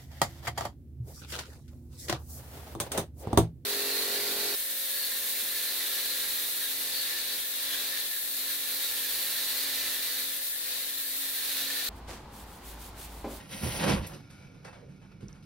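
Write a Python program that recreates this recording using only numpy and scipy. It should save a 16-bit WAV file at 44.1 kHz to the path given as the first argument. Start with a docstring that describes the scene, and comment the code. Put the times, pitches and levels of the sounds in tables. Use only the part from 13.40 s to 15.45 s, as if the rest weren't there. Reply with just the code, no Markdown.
"""One long scrape, swelling twice: a crab drags its legs over a wooden table, close by, in a quiet room.
Dense tiny slips rasp on the grain and set the board booming; the sharp leg tips scratch and hiss.
The body knocks softly and the board shudders under its weight. Then single legs brush and skid
over a faint rustle, with a few more knocks and two tiny shell clicks. A low room drone runs throughout."""
import sys
import numpy as np
from scipy import signal
from scipy.fft import rfft, irfft
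from scipy.io import wavfile

SR = 44100
rng = np.random.default_rng(int(sys.argv[2]) if len(sys.argv) > 2 else 0)


def materialize(psi):
    """Save the field psi as 16-bit PCM at rate SR to the path in sys.argv[1].

    A 1-D psi becomes a single channel; in a 2-D psi each row is a channel.
    """
    bounded = np.clip(np.atleast_2d(psi).T, -1, 1)
    quanta = np.round(bounded * 32767).astype(np.int16)
    wavfile.write(sys.argv[1], SR, quanta)


N = 90404
T = np.arange(N) / SR
HZ = np.maximum(np.arange(N // 2 + 1) * SR / N, 1)
SIDE = np.array([[.5], [-.5]])  # left, right

# envelopes of board boom, grain rasp, tip scratch, tip hiss, leg rustle: t/s, level/dB
BOOM_ENVELOPE = [(0.0, -49.5), (0.042, -56.5), (0.066, -68), (0.152, -43), (0.202, -53.5), (0.236, -36),
                 (0.286, -36.5), (0.31, -55.5), (0.388, -41.5), (0.414, -35.5), (0.5, -26.5), (0.536, -29),
                 (0.56, -36), (0.654, -47.5), (0.674, -52.5), (0.726, -48), (0.808, -54.5), (0.85, -95)]
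RASP_ENVELOPE = [(0.0, -51), (0.084, -57), (0.136, -48.5), (0.22, -48), (0.236, -40), (0.322, -43),
                 (0.396, -40), (0.444, -28.5), (0.464, -31.5), (0.494, -29.5), (0.586, -38.5),
                 (0.626, -50.5), (0.762, -56.5), (0.832, -72)]
SCRATCH_ENVELOPE = [(0.0, -53.5), (0.082, -61.5), (0.126, -44.5), (0.186, -49), (0.226, -44.5),
                    (0.422, -39), (0.444, -35.5), (0.46, -42.5), (0.5, -30), (0.608, -56), (0.646, -47),
                    (0.686, -58), (0.762, -63), (0.85, -81)]
HISS_ENVELOPE = [(0.0, -61.5), (0.074, -66.5), (0.124, -49.5), (0.216, -47.5), (0.242, -42), (0.474, -45.5),
                 (0.5, -41.5), (0.62, -59.5), (0.65, -64)]
RUSTLE_ENVELOPE = [(0.8, -56), (0.866, -57.5), (1.018, -53), (1.212, -60), (1.39, -63.5), (1.678, -63),
                   (2.05, -65.5)]
# spectral shapes of the rubbing sounds and the room drone: f/Hz, level/dB
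RASP_SPECTRUM = [(250, -1), (420, -2), (550, 4), (680, 0.5), (1000, -0.5), (1500, -4), (2000, -9),
                 (2800, -9)]
SCRATCH_SPECTRUM = [(1300, -8.5), (2100, 0.5), (3000, 0.5), (4200, -2), (5400, -6), (6500, -8.5),
                    (8500, -10.5)]
HISS_SPECTRUM = [(5500, -1), (7000, -11.5), (8500, -2), (11000, 0.5), (13000, -1), (14200, -10),
                 (15000, -14), (15700, -9.5)]
BRUSH_SPECTRUM = [(200, -17.5), (520, 6), (1400, 5), (2500, -1.5), (5500, -7), (8000, -8.5), (12000, -17.5),
                  (13800, -14), (15000, -47)]
SKID_SPECTRUM = [(2000, -29), (2640, -4), (3200, -14), (3940, -3), (4500, -5), (5070, -0.5), (7000, -6),
                 (8500, -1), (9200, -6), (10000, -10), (11200, -2), (12200, -6), (13200, -15), (15700, -18)]
RUSTLE_SPECTRUM = [(450, -1.5), (900, -1.5), (1130, -8), (1430, 3), (1750, -6.5), (2050, -6.5), (2240, 3),
                   (2450, -4), (3100, -7.5), (5500, -8), (8000, -18), (12500, -19), (14000, -36),
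                   (15000, -38)]
DRONE_SPECTRUM = [(15, -41), (25, -1.5), (81, -5), (98, 2), (151, -0.5), (207, -2), (233, -12), (271, -3),
                  (297, -9), (479, -20.5), (900, -37.5), (1170, -54), (1980, -120)]
# modes of the booming board: f/Hz, gain/dB, width/Hz
BOOM_MODES = [(84, -9, 14), (110, -6, 14), (144, 3, 10), (166, 0, 10), (202, 1, 16), (285, -7, 16),
              (330, -11, 25), (359, -4, 10)]
# narrow peaks that colour the scraping and the drone: f/Hz, gain/dB, width/Hz
SCRAPE_PEAKS = [(432, 4, 12), (482, 9, 13), (526, 7, 12), (562, 6, 14), (744, 7, 13), (836, 6.5, 13),
                (923, 6, 13), (1088, 6, 14), (1420, 2, 50), (1540, 2, 40), (1880, 3.5, 20), (2229, 4.5, 36),
                (2621, 7, 26)]
DRONE_PEAKS = [(144.6, 4, 31), (174, -4.5, 3.7), (187.6, 3, 7.4)]
# dulling of the tip hiss: t/s, low-passed share/1
HISS_DULLING = [(0.33, 0.1), (0.44, 0.4), (0.47, 1)]
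# body knocks: t/s, level/dB, contact/s
BODY_KNOCKS = [(0.233, -36, 0.004), (0.246, -22.5, 0.0065), (0.303, -38, 0.01), (0.494, -26.5, 0.0026),
               (0.531, -22, 0.0064), (1.83, -33.5, 0.0044), (1.851, -40.5, 0.0065), (1.873, -42, 0.0047)]
# modes of the knocked table: f/Hz, level/dB, t60/s
TABLE_MODES = [(46.8, -11.5, 0.22), (97, -3.5, 0.06), (123.6, -0.5, 0.11), (196.6, -1.5, 0.24),
               (323, -3, 0.089), (380, -8, 0.17)]
# board shudders: t/s, level/dB, hold/s, fall/(dB/s), centre/Hz, width/oct
SHUDDERS = [(0.239, -34, 0.026, 148, 74, 1.06), (0.318, -43.5, 0.015, 200, 50, 0.42),
            (0.437, -56, 0.023, 153, 65.4, 0.5), (0.534, -31, 0.029, 187, 60.5, 0.89),
            (1.426, -54.5, 0.012, 165, 477, 0.35), (1.497, -48.5, 0.016, 222, 164, 0.44),
            (1.814, -56.5, 0.025, 232, 360, 0.33)]
# strokes of single legs: t/s, level/dB, hold/s, fall/(dB/s), tilt/(dB/oct)
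LEG_BRUSHES = [(0.636, -49.5, 0.0081, 298, -3), (0.699, -51.5, 0.024, 162, -1),
               (0.904, -59.5, 0.012, 162, 3.5), (0.995, -68, 0.27, 171, -9.5),
               (1.149, -65, 0.0066, 330, -1), (1.249, -46, 0.006, 215, -1), (1.33, -52.5, 0.011, 135, -2.2),
               (1.489, -68.5, 0.03, 163, 1.5), (1.618, -62.5, 0.036, 225, -1), (1.714, -63, 0.006, 268, -4),
               (1.809, -61, 0.015, 203, 1), (1.889, -59.5, 0.0046, 171, 0.5), (1.95, -63, 0.017, 198, 0)]
TIP_SKIDS = [(0.669, -45.5, 0.0052, 750, 8), (0.685, -56.5, 0.01, 191, 8), (0.735, -54, 0.012, 298, -6.5),
             (1.249, -59, 0.005, 500, -7), (1.717, -64.5, 0.004, 550, -15), (2.026, -67, 0.015, 200, -8)]
# shell clicks: t/s, level/dB, starting pitch/Hz
SHELL_CLICKS = [(1.8837, -39, 14800), (1.9289, -42, 10500)]
# stereo width, as how alike left and right sound: f/Hz, likeness/1
STEREO_LIKENESS = [(110, 1), (250, 0.83), (600, 0.52), (1100, 0.59), (1900, 0.78), (3000, 0.62),
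                   (4600, 0.7), (6000, 0.67), (6900, 1), (7900, 1), (9000, 0.55), (10400, 1), (12000, 0.92),
                   (12900, .99), (14500, 1)]
# stereo balance of crab and room: f/Hz, left minus right/dB
CRAB_BALANCE = [(60, -1), (110, -2.5), (200, -2), (380, -10), (700, -2.5), (1290, -0.5), (2380, 1),
                (4400, 0.0), (8120, 0.0), (15000, 0.0)]
ROOM_BALANCE = [(60, -0.5), (180, -3), (550, -4), (1650, -9), (4970, -3.5), (15000, -9)]
# left-right phase, spreading the sound in stereo: f/Hz, left lead/rad
STEREO_PHASE = [(350, -.1), (1000, 1.1), (1650, .1), (2300, 1.1), (4300, .7), (5100, .3), (5900, 1.1),
                (6800, 3.1), (8000, 3.2), (9700, 6.1), (11300, 6.5), (12800, 9.35), (14800, 9.5),
                (15300, 12.5)]

SCRAPE_SLIPS_PER_S, BRUSH_SLIPS_PER_S, SKID_SLIPS_PER_S = 9000, 5000, 5800


def from_db(db):
    """Amplitude from dB."""
    return 10 ** (np.asarray(db) / 20)


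def rms_one(x):
    """Stereo pair scaled to mid rms 1."""
    return x / np.sqrt(np.mean(x.mean(axis=0) ** 2) + 1e-20)


def at_hz(points):
    """Table interpolated over log frequency."""
    hz, value = np.transpose(points)
    return np.interp(np.log(HZ), np.log(hz), value)


def spectrum_db(points):
    """Spectral shape, falling 20 dB/oct beyond its ends."""
    outside_oct = np.maximum(np.log2(points[0][0] / HZ), 0) + np.maximum(np.log2(HZ / points[-1][0]), 0)
    return at_hz(points) - 20 * outside_oct


def peaks_db(rows):
    """Summed gain of narrow peaks."""
    return sum(db / (1 + (2 * (HZ - hz) / width_hz) ** 2) for hz, db, width_hz in rows)


def level(rows, trim_db, release_db_per_s=160):
    """Gain along an envelope table, dying away outside it."""
    t_s, db = np.transpose(rows)
    outside_s = np.maximum(T - t_s[-1], 0) + np.maximum(t_s[0] - T, 0)
    return from_db(np.interp(T, t_s, db) + trim_db - release_db_per_s * outside_s)


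def stroke(texture, t_s, attack_s, hold_s, fall_db_per_s):
    """Texture that rises until t_s, holds and decays; scaled to the envelope's rms."""
    rise = np.clip((T - t_s) / attack_s + 1, 0, 1) ** 2
    envelope = rise * from_db(-fall_db_per_s * np.maximum(T - t_s - hold_s, 0))
    return rms_one(texture * envelope) * np.sqrt(np.mean(envelope ** 2))


def wander(steps):
    """Random curve, spread about 1, new value each whole step."""
    return np.interp(steps, np.arange(N), rng.standard_normal(N))


def stereo_mix(sources, gain_db, balance):
    """One shared and two separate signals, filtered and mixed to left and right; rms 1."""
    spectra = rfft(sources)
    likeness = np.clip(at_hz(STEREO_LIKENESS), 0, .998)
    shared = np.sqrt(likeness) * spectra[0] * np.exp(1j * SIDE * at_hz(STEREO_PHASE))
    separate = np.sqrt(1 - likeness) * spectra[1:]
    return rms_one(irfft((shared + separate) * from_db(gain_db + SIDE * at_hz(balance)), N))


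def placed(x):
    """Mono signal from the crab, placed in stereo."""
    response = from_db(SIDE * at_hz(CRAB_BALANCE)) * np.exp(1j * SIDE * at_hz(STEREO_PHASE))
    return irfft(rfft(x) * response, N)


def friction(gain_db, slips_per_s=SCRAPE_SLIPS_PER_S):
    """Tiny uneven slips in juddering clumps, coloured by narrow peaks and a fine random ripple."""
    spread_db, judder_db, judder_per_s = 3, 1.22, 83
    depth_db, ripple_width_hz, ripple_full_hz = 3.5, 35, 1440
    sizes = from_db(spread_db * np.minimum(rng.exponential(1, (3, N)), 4))
    signs = rng.choice([-1, 1], (3, N))
    slipping = rng.random((3, N)) < slips_per_s / SR
    judder = from_db(judder_db * wander(T * judder_per_s))
    ripple_db = depth_db * wander(HZ / ripple_width_hz) * np.minimum(HZ / ripple_full_hz, 1)
    slips = sizes * signs * slipping * judder
    return stereo_mix(slips, gain_db + peaks_db(SCRAPE_PEAKS) + ripple_db, CRAB_BALANCE)


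def long_scrape():
    """Dragging legs: the board booms, the grain rasps, the tips scratch and hiss."""
    board_power = sum(from_db(db) ** 2 / (1 + ((HZ ** 2 - hz ** 2) / (HZ * width_hz)) ** 2)
                      for hz, db, width_hz in BOOM_MODES)
    boom = level(BOOM_ENVELOPE, trim_db=0.5) * friction(10 * np.log10(board_power))
    rasp = level(RASP_ENVELOPE, trim_db=-1.5) * friction(spectrum_db(RASP_SPECTRUM))
    scratch = level(SCRATCH_ENVELOPE, trim_db=-0.5) * friction(spectrum_db(SCRATCH_SPECTRUM))
    return boom + rasp + scratch + tip_hiss()


def tip_hiss(dull_hz=12300):
    """Leg tips hiss, losing their top as the crab bears down."""
    bright = friction(spectrum_db(HISS_SPECTRUM))
    dull = irfft(rfft(bright) / np.sqrt(1 + (HZ / dull_hz) ** 16), N)
    share = np.interp(T, *np.transpose(HISS_DULLING))
    return level(HISS_ENVELOPE, trim_db=0.5) * ((1 - share) * bright + share * dull)


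def room_noise(drone_db=-51.5, air_db=-75):
    """Steady low drone with a trace of hiss."""
    drone_shape_db = spectrum_db(DRONE_SPECTRUM) + peaks_db(DRONE_PEAKS)
    drone = stereo_mix(rng.standard_normal((3, N)), drone_shape_db, ROOM_BALANCE)
    air = stereo_mix(rng.standard_normal((3, N)), spectrum_db(RUSTLE_SPECTRUM), ROOM_BALANCE)
    return from_db(drone_db) * drone + from_db(air_db) * air


def body_knocks():
    """The body drops on the table; longer contact, weaker high modes."""
    out = np.zeros(N)
    for t_s, db, contact_s in BODY_KNOCKS:
        age_s = np.maximum(T - t_s, 0)
        rise = 1 - np.exp(-2 * age_s / contact_s)
        for hz, mode_db, t60_s in TABLE_MODES:
            softening = 1 / np.sqrt(1 + (hz * contact_s) ** 4)
            decay = from_db(db + mode_db - 60 * age_s / t60_s)
            out += softening * rise * decay * np.sin(2 * np.pi * hz * age_s)
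    return placed(out)


def board_shudders(attack_s=.016):
    """The board shudders under the crab's weight: dull bursts of band-limited friction."""
    out = 0
    for t_s, db, hold_s, fall_db_per_s, centre_hz, width_oct in SHUDDERS:
        band_db = -20 * np.log10(1 + .5 * (np.log2(HZ / centre_hz) / width_oct) ** 4)
        out += from_db(db) * stroke(friction(band_db), t_s, attack_s, hold_s, fall_db_per_s)
    return out


def leg_touches(brush_attack_s=.009, skid_attack_s=.0055):
    """Single legs brush and ringing tips skid over a faint rustle; sparser slips than the scrape."""
    rustle = friction(spectrum_db(RUSTLE_SPECTRUM), BRUSH_SLIPS_PER_S)
    out = level(RUSTLE_ENVELOPE, trim_db=-5.5) * rustle
    brushes = (LEG_BRUSHES, BRUSH_SPECTRUM, BRUSH_SLIPS_PER_S, brush_attack_s)
    skids = (TIP_SKIDS, SKID_SPECTRUM, SKID_SLIPS_PER_S, skid_attack_s)
    for rows, spectrum, slips_per_s, attack_s in (brushes, skids):
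        for t_s, db, hold_s, fall_db_per_s, tilt_db_per_oct in rows:
            texture = friction(spectrum_db(spectrum) + tilt_db_per_oct * np.log2(HZ), slips_per_s)
            out += from_db(db) * stroke(texture, t_s, attack_s, hold_s, fall_db_per_s)
    return out


def shell_clicks(ring_hz=5800, width_hz=1600, settle_s=86e-6, echo_s=.0024, echo_db=-15):
    """Shell clicks: pitch drops at once to a 1 ms ring; one weak echo each."""
    out = np.zeros(N)
    for t_s, db, start_hz in SHELL_CLICKS:
        for delay_s, gain_db in ((0, 0), (echo_s, echo_db)):
            age_s = np.maximum(T - t_s - delay_s, 0)
            swell = np.pi * width_hz * age_s / 2
            envelope = (swell * np.exp(1 - swell)) ** 2
            cycles = ring_hz * age_s + (start_hz - ring_hz) * settle_s * (1 - np.exp(-age_s / settle_s))
            out += from_db(db + gain_db) * envelope * np.sin(2 * np.pi * cycles)
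    return placed(out)


def scene():
    """Crab on the table plus room, stereo."""
    return long_scrape() + leg_touches() + board_shudders() + body_knocks() + shell_clicks() + room_noise()


def record(dry, low_cut_hz=33.5, stopband_hz=16600):
    """Microphone: deepest bass lost, top cut steeply."""
    highpass = signal.butter(4, low_cut_hz, "high", fs=SR, output="sos")
    lowpass = signal.cheby2(16, 70, stopband_hz, fs=SR, output="sos")
    return signal.sosfilt(lowpass, signal.sosfilt(highpass, dry))


dry = scene()
out = record(dry)
materialize(out)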